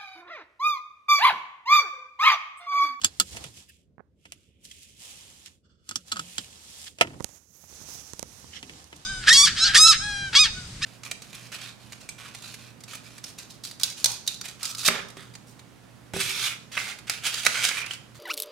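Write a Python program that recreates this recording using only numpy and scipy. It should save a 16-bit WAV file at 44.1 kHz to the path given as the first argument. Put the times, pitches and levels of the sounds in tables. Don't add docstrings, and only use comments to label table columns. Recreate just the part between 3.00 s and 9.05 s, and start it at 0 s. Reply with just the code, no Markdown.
import sys
import numpy as np
from scipy import signal
from scipy.fft import rfft, irfft, next_fast_len
from scipy.io import wavfile
from scipy.ndimage import uniform_filter1d, map_coordinates

SR = 44100
rng = np.random.default_rng(int(sys.argv[2]) if len(sys.argv) > 2 else 0)


def store_wav(level_fs):
    pcm = np.round(np.clip(np.atleast_2d(level_fs), -1, 1) * 32767)
    wavfile.write(sys.argv[1], SR, pcm.T.astype(np.int16))


N = 266805
TIME = np.arange(N) / SR
AGE = np.arange(SR // 4) / SR

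# pitch_hz, level_db, decay_s
STEEL_TONES = [(2890, -3, 0.05), (3070, -6, .04), (3435, 2.5, 0.048), (4250, -6, 0.035), (4520, -4, 0.045),
               (4800, -1, 0.045), (5230, -1, 0.045), (5600, -5, 0.035), (5950, -7, 0.03), (6460, -2, 0.045),
               (6860, -6, 0.035), (7670, 1, 0.025), (7865, -2, 0.025), (8820, -11, 0.05), (9670, -12, 0.05)]
# pitch_hz, level_db, decay_s
CASE_TONES = [(1284, -2, 0.046), (1360, -3, .03), (1447, -5, 0.035), (1600, -11, .025)]
# pitch_hz, level_db
STRAP_COLOUR = [(300, -46.5), (1000, -24.5), (1800, -7.5), (2300, -6.5), (3200, -0.5), (4300, -2),
                (5500, -1), (7500, 1.5), (10000, -4), (13000, -12.5), (16000, -21)]
# start_s, length_s, rustle_db, growth_db, tilt_db, rumble_db
BODY_MOVES = [(0.0, 0.51, -62.5, -14, 2.5, -59.5), (0.312, 0.16, -50, 4, 0, -48.5),
              (0.521, 0.11, -62.5, 16, 2.5, -56.5), (1.617, 0.38, -81, 0, -3.5, -64.5),
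              (2.012, 0.52, -60, -11, 1.5, -64), (3.058, 0.84, -55.5, 1.5, 2.5, -61),
              (4.006, .25, -56, -23, -5.5, -53), (4.723, 0.5, -55.5, -4, 6.5, -60),
              (4.912, 0.066, -52, -4, 6, -54), (5.158, 0.37, -59, 16.5, 4.5, -55),
              (5.54, 0.27, -54, 10, 2, -55.5), (5.804, 0.24, -57.5, 12.5, 0.5, -58)]
# time_s, whistle_db, fizz_db, sizzle_db
FINGER_RUB = [(4.27, -52, -54, -68), (4.33, -59, -64.5, -59.5), (4.41, -68.5, -73, -68.5),
              (4.5, -66, -79.5, -66), (4.57, -62, -69.5, -55), (4.67, -62, -66.5, -57.5),
              (4.73, -56, -63, -60), (4.88, -55.5, -60.5, -59), (4.935, -49.5, -59, -47),
              (5.0, -53.5, -60, -57), (5.08, -55.5, -63, -60), (5.2, -62.5, -65.5, -80),
              (5.38, -61.5, -61.5, -63), (5.574, -64, -72, -78), (5.876, -73, -71, -86),
              (6.05, -73, -74, -82)]
MOVE_RISE_S, MOVE_FALL_S = 0.011, 0.023
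TOUCH_S = 4.111


def buckle_clicks():
    # start_s, level_db, case_db, thud_db, tilt_db, decay_s, band_hz, boost_db
    clicks = [(0.015, -23.5, -55, -62, -1.5, 0.036, 2940, 9), (0.035, -18, -51, -47.5, -9, 0.14, 4200, 14),
              (0.0453, -1.5, -41, -45, 1, 0.004, 7300, 5), (0.047, -2.5, -44, -52, 0, 0.004, 4900, 9),
              (0.1996, 0, -28, -47, 3, 0.0045, 4340, 9), (0.2106, -16.5, -37.5, -52.5, -4, 0.016, 3435, 5),
              (2.8906, -20, -56, -56.5, 1, 0.015, 5750, 4),
              (2.911, -22, -39.5, -53.5, -3.5, 0.012, 5600, 5),
              (2.9573, -11, -43.5, -53, 0.5, 0.017, 5700, 15.5),
              (3.1172, -14, -38, -76, -1.5, 0.047, 4160, 11),
              (3.1217, -14, -33.5, -55, -2, 0.0067, 4170, 9), (3.129, -42, -38, -64, -4, 0.019, 3300, 5),
              (3.1586, -27.5, -42, -59, -5, 0.035, 4600, 2), (3.1674, -23, -36, -56.5, -5, 0.037, 4560, 5),
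              (3.1934, -17.5, -34, -49, -3, 0.024, 5100, 1),
              (3.381, -13, -62, -49, -3.5, 0.0094, 4070, 8.5),
              (3.3824, -16, -59, -54, -4.5, 0.0064, 3130, 12)]
    # pitch_hz, level_db
    latch_colour = [(240, -49.5), (400, -27.5), (906, -17), (1290, -13), (1680, -10), (2100, -15),
                    (2600, -10.5), (3420, -5.5), (3750, -13), (4650, -8), (5870, -12), (7510, 1.5),
                    (8900, -15.5), (9610, -14), (12500, -19.5), (16000, -32.5)]
    band_octaves = 0.14
    out = np.zeros((2, N))
    for start, db, case_db, thud_db, tilt_db, decay_s, band_hz, boost_db in clicks:
        boost = lambda hz: amp(boost_db * np.exp(-(np.log2((hz + 1) / band_hz) / band_octaves) ** 2))
        snap = colour(impact(decay_s, echo_db=-4, echo_s=0.062), latch_colour, tilt_db)
        snap = blow(filtered(snap, boost))
        steel = amp(-6) * blow(filtered(ring(STEEL_TONES, scatter_db=2.5), lambda hz: np.sqrt(boost(hz))))
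        case = amp(case_db + 12) * ring(CASE_TONES, scatter_db=0)
        add(out, start, amp(db - 5) * (snap + steel) + case + amp(thud_db + 14.5) * thud(0.12))
    return out


def trim_knocks():
    # start_s, level_db, ring_db, thud_db, tilt_db, decay_s
    knocks = [(0.349, -46, -41, -54, -8, 0.015), (0.368, -32, -35, -50, 2, 0.02),
              (0.4405, -30, -39, -53, 3, 0.008), (1.2533, -39, -52, -58.5, -1.5, 0.04),
              (1.3213, -31, -50, -61, 5.5, 0.005), (3.9859, -34, -44, -57, 0.5, 0.014),
              (4.001, -37, -42.5, -62, 2, 0.081), (4.0103, -4.5, -6.5, -32.5, -2, 0.027),
              (4.047, -38, -32, -56, -10, 0.01), (4.0718, -34.5, -43, -50, -5, 0.0069),
              (4.103, -43, -42, -45, -12, 0.008), (4.134, -43, -45, -46, -8, 0.01),
              (5.628, -30.5, -58, -44, -1, 0.016), (5.695, -33, -64, -44, -2.5, 0.014),
              (5.928, -34.5, -41.5, -47, -5, 0.015)]
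    # pitch_hz, level_db
    plastic_colour = [(60, -38), (210, -7), (330, -2), (420, -10), (520, -1), (660, -9.5), (950, -5),
                      (1130, -10.5), (1320, -8.5), (1600, -8), (2000, -0.5), (2500, 2), (3000, 2),
                      (4000, -10.5), (5000, -8), (8000, -8.5), (12000, -20), (16000, -41.5)]
    # pitch_hz, level_db, decay_s
    panel_tones = [(511, -1.5, .045), (585, -2.5, .035), (664, 3.5, .05), (735, -6, .05), (920, -1.5, .045),
                   (1010, -7, .035), (1305, -1, .04), (1400, -6, .06), (1805, -4, .06), (1985, -4, .07),
                   (2420, -7, .045), (2600, -3, .04), (2970, -5, .05)]
    out = np.zeros((2, N))
    for start, db, ring_db, thud_db, tilt_db, decay_s in knocks:
        knock = blow(colour(impact(decay_s, echo_db=-2.5, echo_s=0.061), plastic_colour, tilt_db))
        panel = cut_bass(ring(panel_tones, scatter_db=2.5), below_hz=200)
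        add(out, start, amp(db + 1) * knock + amp(ring_db + 2.5) * panel + amp(thud_db + 11) * thud(0.5))
    return out


def strap_slide():
    # start_s, length_s, level_db, growth_db, guide_db
    pulls = [(0.0, 0.35, -58.5, 18, -11), (0.274, 0.23, -56, 5, -36), (0.539, 0.067, -50, 5.5, -9),
             (0.682, 0.13, -65.5, -6, -4.5), (1.21, 0.28, -70, 0.5, -2), (1.498, 0.11, -87.5, 5.5, 12),
             (1.647, 0.3, -56.5, -2.5, -6), (1.998, 0.54, -53.5, -14, -9), (2.872, 0.16, -58, 2.5, -13),
             (3.107, 0.36, -51, 4.5, -6), (3.483, 0.4, -51.5, 13.5, -23), (3.982, 0.29, -60.5, -4, -14)]
    runs = np.array([stroke(*pull[:4], rise_s=0.017, fall_s=0.024) for pull in pulls])
    slide = runs.sum(axis=0)
    guide = amp([pull[-1] for pull in pulls]) @ runs
    weave = stereo_noise(0.14) * amp(2 * wobble(600)) * catches(per_s=90, size_db=2.6)
    rasp = unit(colour(weave, STRAP_COLOUR))
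    dull = filtered(rasp, lambda hz: 1 / (1 + (hz / 6000) ** 4))
    speed_db = np.clip(20 * np.log10(slide) + 59, -15, 10)
    loop = stereo_noise(0.39) * catches(per_s=60, size_db=2.2)
    loop = unit(filtered(loop, lambda hz: 1 / (1 + ((hz - 2850) / 750) ** 4)))
    flicker = amp(0.6 * wobble(30))
    brightness = amp(0.04 * speed_db + 0.39 * wobble(8.5))
    return flicker * (slide * (dull + brightness * (rasp - dull)) + guide * loop)


def strap_snags():
    # middle_s, level_db, length_s, tilt_db
    scuffs = [(0.332, -47, 0.0092, -5), (0.372, -42, 0.014, -3.5), (0.443, -42, 0.005, -5),
              (0.463, -52, 0.035, -2.5), (0.696, -56, 0.013, 13), (1.653, -51, 0.018, 3),
              (1.83, -53.5, 0.014, 0.5), (2.052, -50.5, 0.025, 2), (2.47, -51.5, 0.022, -7),
              (3.087, -52, 0.028, 0.5), (3.844, -46, 0.0081, -2), (3.874, -44, 0.016, -10),
              (5.559, -47, 0.047, -11), (5.964, -50.5, 0.0071, 1)]
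    # start_s, level_db
    snags = [(1.652, -42.5), (1.714, -38), (2.461, -35), (3.445, -40.5), (3.529, -43.5), (3.692, -47),
             (3.874, -39)]
    out = np.zeros((2, N))
    for middle, db, length, tilt_db in scuffs:
        grains = rng.standard_normal((2, len(AGE))) * amp(3.2 * wobble(495.8, size=len(AGE)))
        scuff = swell(length) * unit(colour(grains, STRAP_COLOUR, tilt_db))
        add(out, middle - AGE.mean(), amp(db + 1.5) * scuff)
    for start, db in snags:
        snag = colour(impact(0.015, echo_db=-5, echo_s=0.065), STRAP_COLOUR, tilt_db=-4)
        add(out, start - .001, amp(db + 0.5) * blow(snag))
    return out


def reel_whirr():
    # start_s, length_s, level_db, growth_db, first_hz, settled_hz
    spins = [(0.199, 0.048, -44, -6, 235, 170.5), (0.444, 0.093, -49, -10, 228, 111.6),
             (2.956, 0.062, -49, -6.5, 322, 164), (3.122, 0.18, -48, -1.5, 295, 173.1),
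             (3.402, 0.065, -52, -7, 260, 125)]
    settle_s = 0.019
    out = np.zeros(N)
    flutter, shake = 1 + .08 * wobble(110), amp(2 * wobble(50))
    for start, length, db, growth_db, first_hz, settled_hz in spins:
        pitch = settled_hz + (first_hz - settled_hz) * np.exp(-np.maximum(TIME - start, 0) / settle_s)
        phase = 2 * np.pi * np.cumsum(pitch * flutter) / SR
        whirr = np.sin(phase) + amp(-13) * np.sin(3 * phase)
        out += stroke(start, length, db, growth_db, rise_s=0.0017, fall_s=0.028) * whirr
    return shake * out


def latch_grind():
    # start_s, length_s, level_db
    strains = [(1.236, 0.21, -77), (2.647, 0.018, -65), (2.7, 0.025, -64.5), (2.741, 0.162, -75.5),
               (2.872, 0.14, -61)]
    load = sum(stroke(*strain, growth_db=0, rise_s=0.006, fall_s=0.0091) for strain in strains)

    def resonance(hz):
        tones = STEEL_TONES + CASE_TONES
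        peaks = sum(amp(db) / (1 + ((hz - pitch) * decay_s / 4) ** 2) for pitch, db, decay_s in tones)
        return peaks * hz / (hz + 900) / (1 + (hz / 5500) ** 4)
    return load * amp(1.6 * wobble(45)) * unit(filtered(stereo_noise(0.23), resonance))


def clothes_rustle():
    # pitch_hz, level_db
    cloth_colour = [(100, 0), (300, -2), (600, 4.5), (1000, 3.5), (2000, -3), (4000, -1.5), (8000, -4.5),
                    (16000, -30.5)]
    grains = stereo_noise(0.34) * amp(wobble(490) + 0.78 * wobble(23))
    out = np.zeros((2, N))
    for start, length, db, growth_db, tilt_db, _ in BODY_MOVES:
        near = np.abs(TIME - start - length / 2) < length / 2 + .2
        gain = stroke(start, length, db, growth_db, MOVE_RISE_S, MOVE_FALL_S)
        out[:, near] += gain[near] * unit(colour(grains[:, near], cloth_colour, tilt_db))
    return out


def squeaks():
    # middle_s, level_db, length_s, pitch_hz
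    rubs = [(0.697, -58, 0.016, 1740), (1.715, -49, 0.0054, 2040), (3.875, -56, 0.011, 1830),
            (5.537, -43, 0.0035, 1970), (5.571, -46.5, 0.027, 1980), (5.736, -47, 0.0017, 1920)]
    # pitch_multiple, level_db, half_width_hz
    tones = [(1, 0, 129), (1.57, 1.5, 175), (2.03, -14.5, 300), (2.87, -6.5, 350)]
    out = np.zeros((2, N))
    for middle, db, length, pitch_hz in rubs:
        slips = rng.standard_normal(len(AGE)) + 0.25 * rng.standard_normal((2, len(AGE)))
        slips *= amp(2.4 * wobble(498, size=len(AGE)))
        peaks = lambda hz: sum(amp(level) / (1 + ((hz - multiple * pitch_hz) / width) ** 2)
                               for multiple, level, width in tones)
        add(out, middle - AGE.mean(), amp(db + 3) * swell(length) * unit(filtered(slips, peaks)))
    return out


def finger_taps():
    # start_s, tick_db, push_db
    taps = [(4.143, -48, -34.5), (4.2, -38, -30.5), (4.2057, -24, -17.5), (4.226, -26, -45),
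            (4.2443, -5, -24), (4.291, -31, -38), (4.64, -56.5, -40), (4.726, -40, -38), (4.814, -50, -36),
            (4.888, -47, -36), (4.98, -34, -44), (5.1345, -18, -25.5), (5.1943, -11.5, -28),
            (5.2283, -14, -23), (5.443, -36, -34), (5.843, -29, -70)]
    # pitch_hz, level_db
    tick_colour = [(200, -25), (900, -4.5), (2800, -3), (4500, 2.5), (6000, 7), (9000, 0.5), (12000, -6),
                   (16000, -22)]
    # pitch_hz, level_db, decay_s
    shell_tones = [(533, 0.5, 0.019), (950, 1, 0.017), (1350, -7, .012), (1980, -4, 0.011)]
    push_s = 0.0012
    pulse = (1 - AGE / push_s) * np.exp(-AGE / push_s) * onset(0.00037)
    out = np.zeros(N)
    for start, tick_db, push_db in taps:
        tick = colour((AGE == 0) + 0.13 * burst(0.0082), tick_colour)
        push = colour(pulse + 0.22 * burst(0.028), [(1400, 6), (3000, -15.5), (8000, -34)])
        shell = ring(shell_tones, scatter_db=0.5)
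        for db, part in (tick_db, tick), (push_db, push), (push_db - 4, shell):
            add(out, start, amp(db) * part / np.abs(part).max())
    return on_right(out, left_db=-28)


def finger_rub():
    # time_s, pitch_hz
    port_pitch = [(4.25, 6570), (4.6, 6365), (4.95, 5986), (5.5, 6060)]
    # pitch_hz, level_db
    fizz_colour = [(100, -6), (500, 4.5), (1200, 1.5), (3000, -0.5), (5000, -1.5), (8500, 1), (11000, 0.5),
                   (13500, -10), (16000, -16)]
    # pitch_hz, level_db
    sizzle_colour = [(4000, -38), (7000, -16), (10000, -5.5), (12000, 1), (16000, -5.5)]
    press_s = 0.26
    contact = np.clip((TIME - TOUCH_S) / press_s, 0, 1)
    band = filtered(rng.standard_normal((2, N)), lambda hz: 1 / (1 + (hz / 850) ** 2))
    phase = 2 * np.pi * np.cumsum(curve(port_pitch)) / SR
    whistle = unit(band[0] * np.cos(phase) + band[1] * np.sin(phase))
    fizz = unit(colour(rng.standard_normal(N) * amp(1.5 * wobble(990)), fizz_colour))
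    sizzle = unit(colour(rng.standard_normal(N) * amp(1.5 * wobble(990)), sizzle_colour))
    rub = (amp(curve(FINGER_RUB) + 9.5) * whistle
           + amp(curve(FINGER_RUB, column=2) + 12) * fizz
           + amp(curve(FINGER_RUB, column=3) + 2) * sizzle)
    return on_right(contact ** 2 * amp(1.65 * wobble(40)) * rub, left_db=-36)


def skin_pops():
    pops_per_s = 60
    slips = (rng.random(N) < pops_per_s / SR) * rng.random(N) * (TIME > TOUCH_S)
    pops = unit(colour(slips, [(40, -18), (130, -1.5), (300, -12), (800, -18.5), (3000, -65.5)]))
    return on_right(amp(curve(FINGER_RUB) - 7) * pops, left_db=-24)


def skin_bumps():
    # start_s, level_db
    bumps = [(0.9815, -35), (0.995, -37), (0.9997, -38), (1.005, -34)]
    # pitch_hz, level_db
    dull_colour = [(60, -2), (130, 3), (300, -1), (800, -4.5), (1600, -7), (2300, -23), (3200, -42),
                   (6000, -62), (12000, -75)]
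    out = np.zeros(N)
    for start, db in bumps:
        bump = blow(colour((AGE == 0) + 0.12 * burst(0.016), dull_colour))
        brush = blow(colour(burst(0.35), dull_colour))
        add(out, start, amp(db) * (bump + amp(-19) * brush))
    return on_right(out, left_db=-36)


def cabin_rumble():
    # pitch_hz, level_db
    rumble_colour = [(25, -14.5), (45, -7.5), (75, 6), (120, -3), (190, -4), (300, -10.5), (550, -16.5),
                     (850, -39), (2000, -52.5), (8000, -66.5)]
    steady_db = -63.5
    shifts = sum(stroke(start, length, db, 0, MOVE_RISE_S, MOVE_FALL_S) ** 2
                 for start, length, *_, db in BODY_MOVES)
    level = np.sqrt(amp(steady_db) ** 2 + shifts) * amp(1.9 * wobble(26))
    return level * unit(colour(stereo_noise(0.72), rumble_colour)) * amp([[-2], [1]])


def microphone_hiss():
    return amp(-88.5) * unit(filtered(stereo_noise(0), lambda hz: 1 / (1 + (hz / 6000) ** 2)))


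def impact(decay_s, echo_db, echo_s):
    direct = even(burst(decay_s) * onset(0.0011))
    echoes = rng.standard_normal((2, len(AGE))) * fade(echo_s) * onset(0.00049)
    echoes = blow(np.array([even(side) for side in echoes]))
    return blow(direct) + amp(echo_db) * colour(echoes, [(5000, 0), (7500, -2.5), (12000, -1)])


def ring(tones, scatter_db):
    out = np.zeros(len(AGE))
    for hz, db, decay_s in tones:
        gain = amp(db + rng.normal(0, scatter_db)) * fade(decay_s)
        out += gain * np.sin(2 * np.pi * (hz * rng.normal(1, 0.00083) * AGE + rng.random()))
    return blow(out * onset(0.00064))


def thud(decay_s):
    # pitch_hz, level_db
    seat_colour = [(25, -41.5), (50, -14), (80, -2.5), (130, -1.5), (210, -5.5), (300, -2.5), (420, -12),
                   (1200, -39.5), (4000, -90.5)]
    return blow(colour(burst(decay_s), seat_colour))


def catches(per_s, size_db):
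    snags = (rng.random(N) < per_s / SR) * rng.exponential(1, N)
    return amp(size_db * np.minimum(signal.fftconvolve(snags, np.exp(-AGE / 0.0012))[:N], 2))


def stroke(start, length, db, growth_db, rise_s, fall_s):
    near = (TIME > start - 10 * rise_s) & (TIME < start + length + 10 * fall_s)
    age, gain = TIME[near] - start, np.zeros(N)
    edges = np.logaddexp(0, -age / rise_s) + np.logaddexp(0, (age - length) / fall_s)
    gain[near] = amp(db + growth_db * (np.clip(age / length, 0, 1) - .5)) * np.exp(-edges)
    return gain


def nearby_walls(x, echo_db):
    delays_s = rng.uniform(.0007, .008, (6, 2, 1))
    return x + amp(echo_db) * filtered(x, lambda hz: np.exp(-2j * np.pi * hz * delays_s).sum(axis=0))


def through_air(x, lead_s):
    # pitch_hz, left_minus_right_db
    balance = [(100, 1.5), (400, -4), (900, -0.5), (1300, -1.5), (2000, -0.5), (3400, -9), (5500, -8.5),
               (8000, -2.5), (10000, 7), (15000, 7)]
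    side = np.array([[.5], [-.5]])
    return filtered(x, lambda hz: amp(along(balance, hz) * side) * np.exp(2j * np.pi * hz * lead_s * side))


def on_right(x, left_db):
    return x * amp([[left_db], [0]])


def amp(db):
    return 10 ** (np.asarray(db) / 20)


def unit(x):
    return x / np.sqrt(np.mean(x ** 2) + 1e-20)


def blow(x):
    return unit(x) * np.sqrt(SR / 1000 / x.shape[-1])


def onset(rise_s):
    return 1 - np.exp(-AGE / rise_s)


def fade(decay_s):
    return np.exp(-np.log(1000) * AGE / max(decay_s, 1e-3))


def burst(decay_s):
    return rng.standard_normal(len(AGE)) * fade(decay_s)


def swell(length):
    return np.exp(-((AGE - AGE.mean()) / length) ** 2 * 2)


def stereo_noise(share):
    return np.sqrt(share) * rng.standard_normal(N) + np.sqrt(1 - share) * rng.standard_normal((2, N))


def wobble(per_s, size=N):
    return map_coordinates(rng.standard_normal(int(size * per_s / SR) + 4), [TIME[:size] * per_s])


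def curve(rows, column=1):
    rows = np.asarray(rows)
    return np.interp(TIME, rows[:, 0], rows[:, column])


def along(points, hz):
    pitches, values = np.transpose(points)
    return np.interp(np.log(hz + 1), np.log(pitches), values)


def filtered(x, response):
    size = x.shape[-1]
    padded = 2 * next_fast_len(size // 2 + 2048)
    return irfft(rfft(x, padded) * response(np.fft.rfftfreq(padded, 1 / SR)), padded)[..., :size]


def colour(x, points, tilt_db=0):
    def response(hz):
        level_db = along(points, hz) + tilt_db * np.log2((hz + 1200) / 4200)
        cepstrum = irfft(np.log(amp(level_db)))
        cepstrum[1:len(cepstrum) // 2] *= 2
        cepstrum[len(cepstrum) // 2 + 1:] = 0
        return np.exp(rfft(cepstrum))
    return filtered(x, response)


def even(x):
    hz = np.fft.rfftfreq(len(x), 1 / SR)
    strength = unit(uniform_filter1d(uniform_filter1d(np.abs(rfft(x)), size=24), size=24))
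    return colour(x, np.c_[hz + 1, -20 * np.log10(strength + .15)])


def add(track, start_s, x):
    first = max(round(start_s * SR), 0)
    part = track[..., first:first + x.shape[-1]]
    part += x[..., :part.shape[-1]]


def scene():
    hard = through_air(buckle_clicks() + latch_grind() + trim_knocks() + reel_whirr(), lead_s=.00022)
    soft = strap_slide() + strap_snags() + squeaks() + clothes_rustle()
    soft = through_air(nearby_walls(soft, echo_db=-18.5), lead_s=.0004)
    hiss = microphone_hiss()
    touches = finger_rub() + skin_pops() + skin_bumps() + finger_taps()
    return hard + soft + touches + cabin_rumble() + hiss


def cut_bass(x, below_hz):
    return filtered(x, lambda hz: (1j * hz / (1j * hz + below_hz)) ** 2)


def record(dry):
    ceiling, top_hz = .95, 16000
    sound = cut_bass(dry, below_hz=32)
    sound = sound / (1 + np.abs(sound / ceiling) ** 6) ** (1 / 6)
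    return filtered(sound, lambda hz: 1 / np.sqrt(1 + (hz / top_hz) ** 160))


dry = scene()
out = record(dry)
store_wav(out)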